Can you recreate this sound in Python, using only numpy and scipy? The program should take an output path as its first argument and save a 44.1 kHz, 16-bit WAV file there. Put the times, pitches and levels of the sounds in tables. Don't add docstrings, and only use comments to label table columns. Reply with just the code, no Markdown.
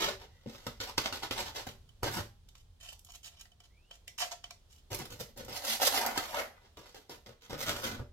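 import sys
import numpy as np
from scipy import signal
from scipy.fft import rfft, irfft, next_fast_len
from scipy.io import wavfile
from scipy.ndimage import uniform_filter1d

SR = 44100
rng = np.random.default_rng(int(sys.argv[2]) if len(sys.argv) > 2 else 0)


def materialize(psi):
    bounded = np.clip(np.atleast_2d(psi).T, -1, 1)
    quanta = np.round(bounded * 32767).astype(np.int16)
    wavfile.write(sys.argv[1], SR, quanta)


N = 358212
T = np.arange(N) / SR
PORT_LAG = 6
TOP_HZ = 16100
AIR_DB = -73.5


# (from [Hz], to [Hz])
BANDS = [(60, 330), (330, 2000), (2000, 8000), (8000, 16000)]
# (frequency [Hz], relative level [dB per Hz])
HISS_COLOUR = [(100, -57), (170, 0.5), (312, -3.5), (392, -0.5), (1800, -12), (2090, -14.5), (2440, -13.5),
               (2840, -12), (3120, -8.5), (16000, -28)]
# (time [s], level [dB])
RUMBLE = [(0.0, -62), (0.59, -63.5), (0.93, -59), (4.09, -68), (5.25, -64), (5.67, -67), (5.99, -61.5),
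          (6.87, -71), (7.4, -70), (8.12, -60)]
# (frequency [Hz], relative level [dB])
RUMBLE_COLOUR = [(12, -24.5), (22, -10.5), (30, -2.5), (44, -4), (66, -8), (82, -3.5), (96, -9), (150, -20),
                 (260, -31.5), (600, -81.5)]
# (start [s], length [s], from [Hz], to [Hz], level at the fullest point [dB])
WHISTLES = [(.28, 0.23, 1880, 2080, -74), (3.69, 0.27, 1880, 3340, -75.5)]
# (frequency [Hz], time to fall 60 dB [s], relative level [dB])
TRAY_MODES = [(112.7, 0.47, -1), (128.3, 0.16, -5), (226.7, 0.22, -3.5), (277, 0.028, -9.5),
              (386, 0.37, -14), (479.7, 0.1, -7.5), (576, 0.25, -8), (715, 0.23, -14), (805, 0.52, -19),
              (1124, .2, -19.5), (1306, 0.053, -13.5), (1449, 0.05, -8.5), (2030, 0.25, -11),
              (3250, .1, -6.5), (4680, 0.11, -17.5)]
# (frequency [Hz], time to fall 60 dB [s], relative level [dB])
POT_MODES = [(706, 0.085, 3), (1060, 0.068, -11), (1357, 0.21, 1.5), (1970, 0.15, 5.5), (2350, 0.13, -31),
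             (3020, 0.071, 6), (3840, 0.066, 0), (4400, .08, -14), (6460, 0.047, -23)]
# (frequency [Hz], relative level [dB])
TRAY_COLOUR = [(30, -0.5), (55, -3), (85, 3.5), (125, 4), (180, 1), (235, 2), (420, 1.5), (700, -0.5),
               (1400, -2.5), (2200, -5.5), (5200, -6), (7000, -9.5), (9500, -16.5), (13300, -9.5),
               (16000, -23.5)]
# (frequency [Hz], relative level [dB])
POT_COLOUR = [(300, -20), (700, 0.5), (1500, -5), (3000, 3), (5500, 2), (7000, 0.5), (9500, -12),
              (13300, -11.5), (16000, -22.5)]
# (frequency [Hz], relative level [dB])
HEAP_COLOUR = [(47, -33), (80, -16), (166, -25), (225, -4.5), (314, -12.5), (693, 0), (965, -3), (1470, -5),
               (2720, -3.5), (4820, -2), (9130, -14), (13300, -8.5), (15500, -23.5)]
# (start [s], length [s], level [dB], brightness [dB])
SCOOPS = [(-.01, 0.079, -27.5, -2.5), (.06, .06, -35, -4), (.19, 0.067, -49.5, -4), (.29, 0.32, -68, -1.5),
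          (.47, 0.32, -57.5, 0), (6.6, 0.11, -63.5, -6.5), (6.83, 0.12, -58, 0.5),
          (7.41, 0.085, -56.5, -0.5)]
# (time [s], level [dB], brightness [dB])
BUMPS = [(.461, -45.5, -8.5), (.667, -35.5, -2.5), (1.668, -33, -0.5), (2.031, -26, -0.5),
         (5.291, -55.5, 1), (5.374, -42.5, 7), (5.495, -35.5, -2), (7.497, -46, 1.5)]
# (time [s], jolt [dB], flight [s], landing [dB])
SHAKES = [(0.802, -36, 0.065, -42.5), (.98, -25, 0.058, -32.5), (1.125, -35.5, 0.095, -37.5),
          (1.31, -34, 0.046, -38.5), (1.377, -39, 0.078, -37.5), (1.547, -47, 0.027, -43.5)]
# (time [s], level [dB], brightness [dB])
CRACKS = [(.549, -51.5, -11), (.667, -38, -5.5), (4.946, -42.5, 5.5), (4.988, -45, 3), (5.054, -47.5, 0.5),
          (5.104, -53, 0), (5.447, -54, 3.5), (5.649, -37.5, 1.5), (5.871, -30.5, 3), (6.062, -37.5, 6),
          (6.176, -27, -4.5), (6.345, -35, -6.5)]
# (start [s], length [s], level [dB], brightness [dB])
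DRAGS = [(2.055, 0.047, -35.5, -2.5), (2.11, 0.1, -39.5, 4.5), (2.155, 0.054, -41, -5),
         (7.495, 0.088, -43, -3.5), (7.575, 0.11, -40, 4), (7.665, .075, -32, 1), (7.75, 0.1, -41, 2.5),
         (7.82, 0.071, -32.5, 1.5), (7.89, 0.099, -43.5, -2), (7.98, 0.046, -54.5, -15)]
# (start [s], length [s], level [dB], brightness [dB])
SCUFFS = [(4.902, 0.11, -44.5, -1), (4.93, 0.032, -48, 5), (4.98, 0.067, -48.5, -1.5),
          (5.1, 0.06, -47.5, 1), (5.19, 0.045, -43, 1.5), (5.36, .11, -50.5, -3), (5.48, 0.046, -43, -2)]
# (time [s], treble level [dB], body level [dB])
SHOVES = [
    [(5.52, -49, -46), (5.57, -38, -47), (5.588, -53.5, -57), (5.636, -46, -49), (5.688, -32.5, -40.5),
     (5.74, -31.5, -43.5), (5.79, -60, -63)],
    [(5.8, -43, -39), (5.818, -32, -31.5), (5.858, -26.5, -41), (5.868, -28, -32.5), (5.9, -47, -52)],
    [(5.91, -41.5, -44), (5.948, -31, -36), (5.978, -34, -35.5), (6.032, -45, -40.5), (6.06, -46, -34),
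     (6.132, -52, -44.5), (6.165, -44, -39.5)],
    [(6.2, -46.5, -44), (6.274, -51, -51), (6.32, -52, -48.5), (6.336, -49.5, -38.5), (6.404, -42, -34),
     (6.49, -70, -65.5), (6.58, -81, -58)],
]
# (time [s], level [dB], brightness [dB])
PATS = [(6.771, -49, -0.5), (6.946, -52, 2.5), (7.095, -46.5, 2), (7.262, -52, -1.5)]
# (time [s], wall resonance [Hz], level [dB], brightness [dB])
TICKS = [(1.891, 3100, -64, 3), (2.488, 3660, -58, 5), (2.553, 495, -55.5, -3), (2.925, 990, -59, -14),
         (2.993, 3530, -62, 16), (3.048, 3550, -60, 15), (3.088, 750, -66, -15), (3.12, 3100, -56.5, 8),
         (3.455, 1850, -60, -8), (3.518, 3100, -65, -2), (3.603, 500, -58, 1), (3.911, 3220, -49, -6),
         (4.079, 2180, -43.5, 1.5), (4.185, 2900, -41.5, -6), (4.317, 700, -46, -6), (4.441, 3220, -46, -3),
         (4.508, 2360, -45, -1)]
# (start [s], length [s], level [dB], brightness [dB])
RUBS = [(2.55, 0.073, -68, 2), (2.8, .1, -52, -1), (2.87, 0.077, -56, 3), (3.06, 0.058, -62.5, 0),
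        (3.135, 0.028, -51, 2.5), (3.23, 0.058, -46.5, 1), (3.29, 0.14, -66, -7), (3.385, 0.037, -51, 4),
        (3.635, 0.028, -58.5, -1.5), (3.915, 0.047, -59, -1.5), (4.69, 0.114, -64, 3.5)]
# (start [s], length [s], level [dB], brightness [dB])
PULLS = [(4.178, 0.079, -42.5, 5), (4.2, 0.056, -39, -5.5), (4.31, 0.029, -46.5, -4.5)]

LOOSE_HZ, LOOSE_DB = 464, [-16.5, -1, 1, -12]
BUMP_HZ, BUMP_DB = 238, [1, -5.5, -10.5, -17.5]
JOLT_HZ, JOLT_DB = 466, [-8.5, -2.5, 2.5, -16]
LANDING_S, LANDING_HZ, LANDING_DB = 0.049, 875, [-15, -0.5, -1.5, -16]
CRACK_HZ, CRACK_DB = 1360, [-19.5, -3.5, 0.5, -5.5]
DRAG_HZ, DRAG_DB = 1500, [-4, -0.5, -3.5, -14.5]
SCUFF_HZ, SCUFF_DB = 505, [2.5, 0, 1, -7.5]
PAT_S, PAT_HZ, PAT_DB = 0.069, 444, [-2.5, 1, -2, -14.5]
TICK_DB = [-7.5, -2.5, -13]
RUB_HZ, RUB_DB = 3300, [-8, -0.5, -8.5]
PULL_HZ, PULL_DB = 693, [-1.5, 2.5, -5.5]
RATTLE_S, RATTLE_DB = 0.062, -38.5
SETTLE_S, SETTLE_DB = 0.038, -11.5
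YIELD_DB = -1


def undb(db):
    return 10 ** (np.asarray(db) / 20)


def unit(x):
    return x / np.sqrt(np.mean(x ** 2))


def fade(t, t60):
    return np.exp(-np.log(1000) * t / t60)


def walk(rate, count=N):
    hold = max(int(SR / rate), 2)
    steps = np.repeat(rng.standard_normal(count // hold + 2), hold)
    return unit(uniform_filter1d(steps, hold))[:count]


def colour(x, points):
    size = 2 * next_fast_len(x.shape[-1])
    hz, db = np.transpose(points)
    log_hz = np.log(np.fft.rfftfreq(size, 1 / SR) + 1)
    log_gain = np.log(undb(np.interp(log_hz, np.log(hz), db)))
    cepstrum = irfft(log_gain)
    cepstrum[1:size // 2] *= 2
    cepstrum[size // 2 + 1:] = 0
    return irfft(rfft(x, size) * np.exp(rfft(cepstrum)))[..., :x.shape[-1]]


def diffuse(count, apart_hz):
    mid, side = rng.standard_normal((2, count))
    side = signal.sosfilt(signal.butter(1, apart_hz, "high", fs=SR, output="sos"), side)
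    return np.array([mid + side, mid - side])


def add(track, start, x):
    a = max(int(start * SR), 0)
    track[a:a + len(x)] += x[:len(track) - a]


def grains(rate, spread_db, clump_db, clump_rate):
    happens = rng.random(N) < rate / SR
    sizes = undb(spread_db * np.minimum(rng.exponential(size=N), 4))
    signs = rng.choice([-1, 1], N)
    return unit(happens * sizes * signs * undb(clump_db * walk(clump_rate)))


def voice(db, bright_db, hollow_hz, range_db):
    steps = np.arange(len(range_db))
    return hollow_hz, *(db + np.array(range_db) + bright_db * (steps - steps.mean()))


def sweeps(rows, hollow_hz, range_db, rise_share):
    return [(start, rise_share * length, (1 - rise_share) * length, *voice(db, bright, hollow_hz, range_db))
            for start, length, db, bright in rows]


def hits(rows, hollow_hz, range_db):
    return [(start, *voice(db, bright, hollow_hz, range_db)) for start, db, bright in rows]


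def tint(x, hollow_hz, band_db, points, hollow_db, hollow_width):
    hz = np.geomspace(30, 18000, 140)
    base_hz, base_db = np.transpose(points)
    material_db = np.interp(np.log(hz), np.log(base_hz), base_db)
    db = material_db + hollow_db / (1 + (np.log(hz / hollow_hz) / hollow_width) ** 2)
    bands = BANDS[-len(band_db):]
    power = undb(db) ** 2 * np.gradient(hz) / (SR / 2)
    own_db = [10 * np.log10(power[(hz >= lo) & (hz < hi)].sum()) for lo, hi in bands]
    db = db + np.interp(np.log(hz), np.log(bands).mean(axis=1), np.subtract(band_db, own_db))
    return colour(np.pad(x, (0, SR // 20)), np.column_stack([hz, db]))


def strokes(table, grit, fall_db, points, hollow_db, hollow_width):
    out = np.zeros(N)
    for start, rise, fall, hollow_hz, *band_db in table:
        a, b = np.searchsorted(T, [start, start + rise + 3 * fall])
        t = T[a:b] - start
        swell = np.minimum(t / rise, 1) ** 0.3
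        force = swell * undb(-fall_db * (np.maximum(t - rise, 0) / fall) ** 1.04)
        add(out, start, tint(grit[a:b] * force, hollow_hz, band_db, points, hollow_db, hollow_width))
    return out


def blows(table, crumble, crumble_t60, onset_db, gain_db, points, hollow_db, hollow_width):
    out = np.zeros(N)
    lead = SR // 100
    t = np.arange(SR // 20) / SR
    for start, hollow_hz, *band_db in table:
        chatter = rng.standard_normal(len(t)) ** 3 * fade(t, crumble_t60)
        push = crumble * chatter / np.linalg.norm(chatter)
        push[0] = 1
        push /= np.linalg.norm(push)
        onset = rng.standard_normal(lead) * np.linspace(0, 1, lead) ** 2
        onset *= undb(onset_db) / np.linalg.norm(onset)
        blow = tint(np.concatenate([onset, push]), hollow_hz, band_db, points, hollow_db, hollow_width)
        add(out, start - lead / SR, undb(gain_db) * blow)
    return out


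def response(modes, ring_db, walls_db, walls_t60, yard_db, yard_t60):
    t = np.arange(SR // 2) / SR
    direct = np.zeros(len(t))
    direct[0] = 1
    for hz, t60, db in modes:
        spot_hz = hz * (1 + 0.0091 * rng.standard_normal())
        ring = np.sin(2 * np.pi * spot_hz * t) * fade(t, t60)
        strength = rng.standard_normal() * undb(db + ring_db) * np.sqrt(hz / SR)
        direct += strength * ring / np.linalg.norm(ring)
    out = np.array([direct, np.pad(direct, (PORT_LAG, 0))[:len(t)]])
    for db, t60 in ((walls_db, walls_t60), (yard_db, yard_t60)):
        echoes = diffuse(len(t), 570) * fade(t, t60) * (1 - fade(t, t60 / 20))
        out += undb(db) * echoes / np.linalg.norm(echoes[0])
    return rng.choice([-1, 1]) * out / np.linalg.norm(out[0])


def radiate(contact, spots, roam_rate, roam_db):
    shares = np.array([undb(roam_db * walk(roam_rate)) for _ in spots])
    shares /= np.linalg.norm(shares, axis=0)
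    out = np.zeros((2, N))
    for share, spot in zip(shares, spots):
        out += signal.oaconvolve((contact * share)[None], spot, axes=1)[:, :N]
    return out


def air():
    hiss = unit(colour(diffuse(N, 550), HISS_COLOUR)) * undb(AIR_DB + 1.8 * walk(1.9))
    rumble = unit(colour(diffuse(N, 500), RUMBLE_COLOUR))
    rumble_db = np.interp(T, *np.transpose(RUMBLE)) + 4.5
    return hiss + rumble * undb(rumble_db)


def compost():
    grit = grains(rate=3000, spread_db=5.5, clump_db=2, clump_rate=200)
    crunch = strokes(crunches(), grit, fall_db=13.5, points=TRAY_COLOUR, hollow_db=6.5, hollow_width=0.15)
    knocks = blows(impacts(), crumble=0.92, crumble_t60=0.017, onset_db=-14, gain_db=25.5,
                   points=TRAY_COLOUR, hollow_db=7.5, hollow_width=0.21)
    dig = digging(split_hz=1810, treble_db=2.0, body_db=3.0)
    spots = [response(TRAY_MODES, ring_db=5.0, walls_db=3, walls_t60=0.04, yard_db=0.0, yard_t60=0.27)
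             for _ in range(8)]
    return radiate(crunch + knocks + dig, spots, roam_rate=22, roam_db=9.5)


def crunches():
    rattles = [(s, RATTLE_S, RATTLE_DB, 0) for s, *_ in SHAKES]
    landings = [(s + flight, LANDING_S, db, 0) for s, _, flight, db in SHAKES]
    settling = [(s, SETTLE_S, db + SETTLE_DB, bright) for s, db, bright in BUMPS]
    yielding = [(s, PAT_S, db + YIELD_DB, bright) for s, db, bright in PATS]
    return (sweeps(SCOOPS, LOOSE_HZ, LOOSE_DB, rise_share=0.45)
            + sweeps(rattles + settling, LOOSE_HZ, LOOSE_DB, rise_share=0.24)
            + sweeps(landings, LANDING_HZ, LANDING_DB, rise_share=0.39)
            + sweeps(yielding, PAT_HZ, PAT_DB, rise_share=0.21)
            + sweeps(DRAGS, DRAG_HZ, DRAG_DB, rise_share=0.52)
            + sweeps(SCUFFS, SCUFF_HZ, SCUFF_DB, rise_share=0.24))


def whistles():
    out = np.zeros(N)
    for start, length, from_hz, to_hz, db in WHISTLES:
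        along = np.clip((T - start) / length, 0, 1)
        hz = from_hz + (to_hz - from_hz) * along ** 0.96
        phase = 2 * np.pi * np.cumsum(hz) / SR
        tone = walk(260) * np.sin(phase) + walk(260) * np.cos(phase)
        swell = 2 * np.sqrt(along * (1 - along))
        out += undb(db) * swell * tone
    return out


def impacts():
    jolts = [(s, db, 0) for s, db, *_ in SHAKES]
    return (hits(jolts, JOLT_HZ, JOLT_DB) + hits(BUMPS, BUMP_HZ, BUMP_DB)
            + hits(CRACKS, CRACK_HZ, CRACK_DB) + hits(PATS, PAT_HZ, PAT_DB))


def empty_pots():
    slips = grains(rate=3500, spread_db=2.0, clump_db=0.0, clump_rate=200)
    crackle = grains(rate=1500, spread_db=-0.5, clump_db=4.0, clump_rate=150)
    pulls = strokes(sweeps(PULLS, PULL_HZ, PULL_DB, rise_share=0.5), slips, fall_db=14.5,
                    points=POT_COLOUR, hollow_db=9.5, hollow_width=0.051)
    rubs = strokes(sweeps(RUBS, RUB_HZ, RUB_DB, rise_share=0.85), crackle, fall_db=23,
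                   points=POT_COLOUR, hollow_db=4.5, hollow_width=0.23)
    snaps = [(s, *voice(db, bright, wall_hz, TICK_DB)) for s, wall_hz, db, bright in TICKS]
    ticks = blows(snaps, crumble=0.66, crumble_t60=0.017, onset_db=-11.5, gain_db=26.0,
                  points=POT_COLOUR, hollow_db=10, hollow_width=0.064)
    spots = [response(POT_MODES, ring_db=2, walls_db=12.5, walls_t60=0.02, yard_db=8.5, yard_t60=0.25)
             for _ in range(6)]
    return radiate(pulls + rubs + ticks, spots, roam_rate=18, roam_db=9.0)


def digging(split_hz, treble_db, body_db):
    grind = colour(grains(rate=4000, spread_db=3.5, clump_db=2.5, clump_rate=200), HEAP_COLOUR)
    times, treble, body = np.vstack(SHOVES).T
    out = np.zeros(N)
    for side, db in (("high", treble + treble_db), ("low", body + body_db)):
        part = unit(signal.sosfilt(signal.butter(3, split_hz, side, fs=SR, output="sos"), grind))
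        out += part * undb(np.interp(T, times, db, left=-np.inf, right=-np.inf))
    return out


def scene():
    return compost() + empty_pots() + whistles() + air()


def record(dry):
    left = colour(dry[0], [(120, -1.2), (350, 0.47), (1400, -1.4), (3000, -1.3), (14000, 1.0)])
    right = colour(dry[1], [(120, -0.2), (350, -0.25), (1400, -1.46), (3000, 1.44), (14000, 4.0)])
    top_cut = signal.ellip(10, .2, 70, TOP_HZ, fs=SR, output="sos")
    return signal.sosfilt(top_cut, np.array([left, right]))


dry = scene()
out = record(dry)
materialize(out)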